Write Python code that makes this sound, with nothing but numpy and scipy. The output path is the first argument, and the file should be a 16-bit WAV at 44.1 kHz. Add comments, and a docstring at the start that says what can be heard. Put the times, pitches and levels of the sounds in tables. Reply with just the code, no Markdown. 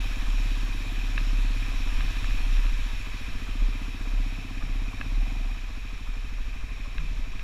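"""A single-cylinder trail motorcycle plods through flooded gravel, climbs out, blips and idles.
Each firing excites the damped modes of the exhaust; crank-locked shake, intake and valve noise go with it.
A deep hum locks to the crank near its own pitch. Shaped noise makes the wind, spray and tyre crunch;
decaying modes make sharp ticks and dull knocks. The microphone rides on the helmet in a sealed case,
which colours the spray, the tyres and the valve clatter."""
import sys
import numpy as np
from scipy import signal
from scipy.fft import rfft, irfft, next_fast_len
from scipy.io import wavfile
from scipy.ndimage import uniform_filter1d, map_coordinates

SR = 44100
rng = np.random.default_rng(int(sys.argv[2]) if len(sys.argv) > 2 else 0)


def store_pcm(level_fs):
    """Save levels as 16-bit WAV."""
    pcm = np.round(np.clip(level_fs, -1, 1) * 32767).astype(np.int16)
    wavfile.write(sys.argv[1], SR, np.atleast_2d(pcm).T)


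N = 327663
TIME = np.arange(N) / SR  # s

# engine speed: start_s, firings_per_s
ENGINE_SPEED = [(0.0, 18.334), (0.2, 17.282), (1.45, 17.125), (1.9, 16.322), (2.35, 17.013), (2.8, 14.248),
                (3.3, 14.293), (3.6, 15.185), (4.3, 16.05), (5.1, 16.501), (5.33, 23.461), (5.6, 15.369),
                (5.9, 12.425), (6.2, 12.756), (7.43, 12.546)]
# engine load: start_s, thump_db (before a fixed lift), gas_heat (0 cool to 1 hot)
ENGINE_LOAD = [(0, -48, 0.85), (1.3, -47, 0.98), (2.4, -48.5, 0.9), (2.8, -50.5, 0.74), (3.3, -49, 0),
               (3.7, -46, 0.67), (4.5, -47.5, 1), (5.3, -48, 0.63), (5.5, -51.5, 0), (5.65, -55, 0),
               (5.75, -51, 0.45), (6.3, -53, 0), (7.43, -52, 0.3)]
# modes of exhaust pipe and silencer with hot gas: pitch_hz, relative_level_db, t60_s
PIPE_MODES = [(71, -14, 0.017), (87.3, -7.5, 0.28), (100.4, 4.5, 0.22), (206.5, -8.5, 0.097),
              (226.4, -10.5, 0.22), (264.3, 2.5, 0.15), (289.7, -2, 0.11), (325, -7, 0.14),
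              (341.7, -18, 0.36), (453, 5.5, 0.11)]
# frame resonance that answers the piston shake: pitch_hz, width_hz
FRAME_RESONANCE = (52.8, 9.3)
# engine noise spectra, relative: pitch_hz, density_db (per Hz)
INTAKE_SPECTRUM = [(300, -42), (500, -2.5), (640, -3), (740, -30.5), (860, -6.5), (1050, 2), (1300, -0.5),
                   (1600, -5.5), (2500, -46)]
AIRBOX_SPECTRUM = [(560, -32), (660, -5), (740, -4), (810, -3), (950, -37)]
CLATTER_SPECTRUM = [(900, -15), (1500, 1.5), (2500, -1.5), (4000, -25), (6000, -22), (10000, -61)]
# deep hum before smoothing and flicker: start_s, level_db
HUM_LEVEL = [(0, -22), (.18, -31), (.33, -21), (.85, -29.5), (1.4, -20.5), (1.7, -27.5), (2.05, -23),
             (2.16, -30), (2.28, -22.5), (2.37, -26.5), (2.55, -20), (3.0, -29.5), (3.3, -39),
             (3.65, -21.5), (3.96, -33.5), (4.17, -21.5), (4.45, -36), (4.8, -24.5), (5.03, -41),
             (5.1, -25.5), (5.24, -23.5), (5.33, -32.5), (5.44, -27.5), (5.8, -35.5), (6.2, -32.5),
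             (6.8, -35.5), (7.1, -31), (7.43, -38.5)]
# surroundings: start_s, wind_db, spray_db, gravel_db
ROAD_LEVELS = [(0, -32, -41, -60), (.8, -32.5, -42, -57), (1.5, -34.5, -42.5, -53), (2.1, -25.5, -41, -53),
               (2.8, -28.5, -42.5, -52), (3.6, -36.5, -47, -48), (4.2, -44, -48, -48),
               (4.7, -31.5, -50.5, -47.5), (5.3, -41, -50, -48), (5.8, -36, -51, -50.5),
               (6.5, -34.5, -52.5, -50), (7.0, -29.5, -66, -47), (7.43, -30, -71, -47.5)]
# spectra of the surroundings, relative: pitch_hz, density_db (per Hz)
WIND_SPECTRUM = [(3, -25), (6, 2.5), (12, 4), (22, 0), (33, -15), (44, -0.5), (58, -17), (90, -21.5),
                 (150, -33), (300, -58.5), (600, -120)]
SPRAY_SPECTRUM = [(40, -47), (90, 6), (160, -4.5), (300, -3.5), (400, -7), (800, -10), (1500, 1.5),
                  (3000, -2), (4800, -14), (8500, -26.5), (12000, -27), (15500, -30.5)]
GRAVEL_SPECTRUM = [(40, -36), (100, 2), (170, 1.5), (300, -8.5), (450, -5.5), (550, -15.5), (640, -9),
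                   (840, -12), (1500, -6), (2200, -2.5), (3000, -7.5), (4800, -18.5), (8500, -31.5),
                   (15500, -35)]
# resonances and notches of the microphone case: pitch_hz, width_hz, boost_db
CASE_MODES = [(970, 110, 4), (1260, 100, 4), (1413, 370, -8.5), (1850, 90, 1.5), (1902, 138, -5),
              (2173, 210, -4.5), (2460, 252, 7), (2652, 96, 4), (2802, 275, -5.5), (3835, 250, 6),
              (4870, 160, -2), (5505, 470, 9), (7020, 1350, 7.5), (10220, 1900, 5), (12600, 370, 7.5)]
# sharp ticks, as of stones flung on the bodywork: start_s, peak_db, tilt_db_per_octave (about 2 kHz)
TICK_EVENTS = [(0.3894, -33, 8), (1.178, -16, -1.5), (1.8723, -32, -13), (2.0063, -22.5, -3),
               (2.1686, -30, 0), (2.243, -25, -10), (2.3075, -27.5, -2), (2.5682, -30, 4),
               (4.6241, -30, -13), (5.0118, -21, -6), (6.9813, -23.5, 2), (7.394, -33, 4)]
# bodywork modes that a tick excites, before tilt and scatter: pitch_hz, relative_level_db, t60_s
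SHELL_MODES = [(800, -12, .008), (1250, -4, .011), (1680, 0, .015), (2100, -2, .011), (2550, 0, .015),
               (3150, -12, .008), (3850, -11, .015), (5500, -24, .01)]
# dull knocks through the frame: start_s, level_db (before a fixed lift and a slow onset)
KNOCK_EVENTS = [(1.179, -44), (2.0, -38.5), (2.804, -56), (3.088, -58), (3.278, -45), (4.372, -42.5),
                (4.479, -47), (4.623, -41), (5.024, -43), (6.987, -37.5)]

KNOCK_HZ, KNOCK_T60_S = 150, 0.25
SHAKE_DB, COOL_BOOM_DB = -43, 3  # shake at resonance; extra low-mode drive with cool gas
# levels at mean load, and the dB gained per dB of load
INTAKE_DB, INTAKE_FOLLOWS = -56.5, 0.4
CLATTER_DB, CLATTER_FOLLOWS = -54, -0.24
# the hum's own pitch, its locking range, and its flicker when free (depth, knots per s)
HUM_HZ, PULL_HZ, FLICKER_DB, FLICKER_RATE = 33.6, 2.2, 4, 14
TOP_HZ = 15300  # upper band limit


def amp(db):
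    """Amplitude gain is exponential in level in dB."""
    return 10 ** (np.asarray(db) / 20)


def unit(x):
    """Normalisation to rms 1 separates spectrum from level."""
    return x / np.sqrt(np.mean(x ** 2) + 1e-20)


def curves(rows):
    """Linear interpolation gives each column after the time one value per sample."""
    start_s, *columns = np.transpose(rows)
    return [np.interp(TIME, start_s, column) for column in columns]


def wobble(rate):
    """A spline through random knots, rate of them a second, gives smooth fluctuation."""
    knots = rng.standard_normal(int(N * rate / SR) + 4)
    return map_coordinates(knots, [TIME * rate])


def filtered(x, response):
    """A linear filter multiplies the spectrum by its frequency response."""
    size = next_fast_len(N + SR // 2)
    return irfft(rfft(x, size) * response(np.fft.rfftfreq(size, 1 / SR)), size)[:N]


def rush(spectrum, patchy_db, grit):
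    """Turbulent noise of rms 1: dense noise plus sparse grains, patchy in time and frequency."""
    grains = rng.standard_normal(N) * (rng.random(N) < 300 / SR)  # about 300 a second
    noise = rng.standard_normal(N) + grit * unit(grains)
    cells = signal.stft(noise, nperseg=512)[2]
    field = uniform_filter1d(rng.standard_normal(cells.shape), size=6, axis=0)
    field = uniform_filter1d(field, size=12, axis=1)
    patchy = signal.istft(cells * amp(patchy_db * unit(field)), nperseg=512)[1][:N]
    hz, db = np.transpose(spectrum)

    def colour(f):
        return amp(np.interp(np.log(f + 1), np.log(hz + 1), db))
    return unit(filtered(patchy, colour))


def ring(hz, db, t60, t):
    """A damped mode is a sine that loses 60 dB in t60 seconds."""
    return amp(db - 60 * t / t60) * np.sin(2 * np.pi * hz * t)


def case(x):
    """Transmission through the sealed case superposes resonant boosts and notches in dB."""
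    def response(f):
        return amp(sum(db / (1 + ((f - hz) / (width / 2)) ** 2) for hz, width, db in CASE_MODES))
    return filtered(x, response)


def crank():
    """Integrating the firing rate gives the cycles gone by in a four-stroke engine."""
    speed, = curves(ENGINE_SPEED)
    return speed, np.cumsum(speed) / SR


def exhaust(cycles, thump_db, heat):
    """Each firing excites the pipe modes; sound is slower in cooler gas, so their pitch drops."""
    fired = np.flatnonzero(np.diff(np.floor(cycles), prepend=-1))
    boom_db = COOL_BOOM_DB * (1 - heat[fired])
    heat = np.clip(heat, 0, 1)
    t = np.arange(SR // 4) / SR
    thumps = np.zeros(N)
    for hz, db, t60 in PIPE_MODES:
        kicks = np.zeros(N)
        # no two burns feed the modes alike
        kicks[fired] = amp(.8 * rng.standard_normal(len(fired)) + boom_db * (hz < 150))
        thumps += signal.fftconvolve(kicks * heat, ring(hz, db, t60, t))[:N]
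        thumps += signal.fftconvolve(kicks * (1 - heat), ring(.945 * hz, db, t60, t))[:N]

    def silencer(f):  # 0.8 ms delay and a steep low-pass
        return np.exp(-2j * np.pi * f * .0008) / (1 + (f / 355) ** 10)
    return amp(thump_db + 6.5) * unit(filtered(thumps, silencer))


def piston_shake(cycles):
    """Forced vibration: the piston reverses four times a cycle and drives the frame resonance."""
    reversals = np.sqrt(2) * np.cos(2 * np.pi * 4 * (cycles - .035))
    hz, width = FRAME_RESONANCE

    def frame(f):
        return 1j * f * width / (hz ** 2 - f ** 2 + 1j * f * width)
    return filtered(amp(SHAKE_DB + 1.2 * wobble(1.9)) * reversals, frame)


def intake_and_airbox(speed, cycles, load_db):
    """Periodic inflow before each thump modulates intake noise; the airbox honks as revs rise."""
    gulp = amp(6 * np.cos(2 * np.pi * (cycles - .85)) + 1.2 * wobble(14))
    intake_db = INTAKE_DB + INTAKE_FOLLOWS * load_db
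    intake = amp(intake_db) * unit(gulp * rush(INTAKE_SPECTRUM, patchy_db=-1.0, grit=0.68))
    honk_db = -55 + 1.6 * np.minimum(speed - 20, 0)  # full from 20 firings per s
    honk = amp(honk_db) * unit(np.sqrt(gulp) * rush(AIRBOX_SPECTRUM, patchy_db=1, grit=0))
    return intake + honk


def valve_clatter(cycles, load_db):
    """Amplitude modulation once per crank turn makes the valve gear rattle."""
    rattle = amp(5 * np.cos(2 * np.pi * 2 * (cycles - .15)) + 2.5 * wobble(30))
    clatter_db = CLATTER_DB + CLATTER_FOLLOWS * load_db
    return amp(clatter_db) * unit(rattle * rush(CLATTER_SPECTRUM, patchy_db=0.0, grit=0.62))


def engine():
    """Phase locking ties exhaust, shake, intake and valve sounds to one crank."""
    speed, cycles = crank()
    thump_db, heat = curves(ENGINE_LOAD)
    load_db = thump_db - thump_db.mean()
    low = exhaust(cycles, thump_db, heat) + piston_shake(cycles)
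    return low + intake_and_airbox(speed, cycles, load_db) + case(valve_clatter(cycles, load_db))


def hum():
    """Frequency pulling: a deep tone follows the crank near its own pitch, else wavers and flickers."""
    speed, _ = crank()
    level_db, = curves(HUM_LEVEL)
    turn_hz = 2 * speed  # two crank turns per firing
    free = 1 - 1 / (1 + ((turn_hz - HUM_HZ) / PULL_HZ) ** 4)  # 0 locked to 1 free
    hz = (1 - free) * turn_hz + free * HUM_HZ
    phase = 2 * np.pi * (np.cumsum(hz) / SR - .1) + (.15 + .7 * free) * wobble(5)
    swell = uniform_filter1d(amp(level_db), size=SR // 30)  # a heavy body cannot change its swing at once
    flicker = amp(FLICKER_DB * free * np.tanh(wobble(FLICKER_RATE)))
    return np.sqrt(2) * swell * flicker * np.cos(phase)


def road():
    """Broadband noise: wind buffets the case directly; spray gives way to gravel crunch."""
    wind_db, spray_db, gravel_db = curves(ROAD_LEVELS)
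    gusts = amp(1.3 * wobble(4))
    wind = amp(wind_db) * unit(gusts * rush(WIND_SPECTRUM, patchy_db=1, grit=0))
    spray = amp(spray_db + 0.15 * wobble(6.2)) * rush(SPRAY_SPECTRUM, patchy_db=-1.1, grit=0.24)
    gravel = amp(gravel_db + 0.35 * wobble(8.5)) * rush(GRAVEL_SPECTRUM, patchy_db=0.65, grit=0.082)
    return wind + case(spray + gravel)


def ticks():
    """Impact excitation rings the shell modes, with pitch and strength scattered at every tick."""
    out, t = np.zeros(N + SR), np.arange(SR // 20) / SR
    onset = 1 - np.exp(-(t / .0004) ** 2)
    for start_s, peak_db, tilt_db in TICK_EVENTS:
        tick = np.zeros(len(t))
        for hz, db, t60 in SHELL_MODES:
            pitch_hz = hz * rng.normal(1, 0.016)
            mode_db = db + tilt_db * np.log2(hz / 2000) + rng.normal(0, 1)
            tick += ring(pitch_hz, mode_db, t60, t)
        tick *= onset
        out[round(start_s * SR):][:len(t)] -= amp(peak_db) * tick / np.abs(tick).max()
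    return out[:N]


def knocks():
    """A single damped mode: a low panel rings briefly after each jolt, with a soft onset."""
    out, t = np.zeros(N + SR), np.arange(SR // 2) / SR
    onset = 1 - np.exp(-t / 0.019)
    for start_s, level_db in KNOCK_EVENTS:
        out[round(start_s * SR):][:len(t)] += ring(KNOCK_HZ, level_db + 6.5, KNOCK_T60_S, t) * onset
    return out[:N]


def scene():
    """Superposition: all sound pressures add at one microphone."""
    return (engine() + hum() + road() + ticks() + knocks())[None]


def record(dry):
    """Band limiting removes everything above TOP_HZ, after a 6.7 ms fade-in."""
    faded = dry[0] * np.minimum(TIME / 0.0067, 1)
    return filtered(faded, lambda hz: hz < TOP_HZ)[None]


dry = scene()
out = record(dry)
store_pcm(out)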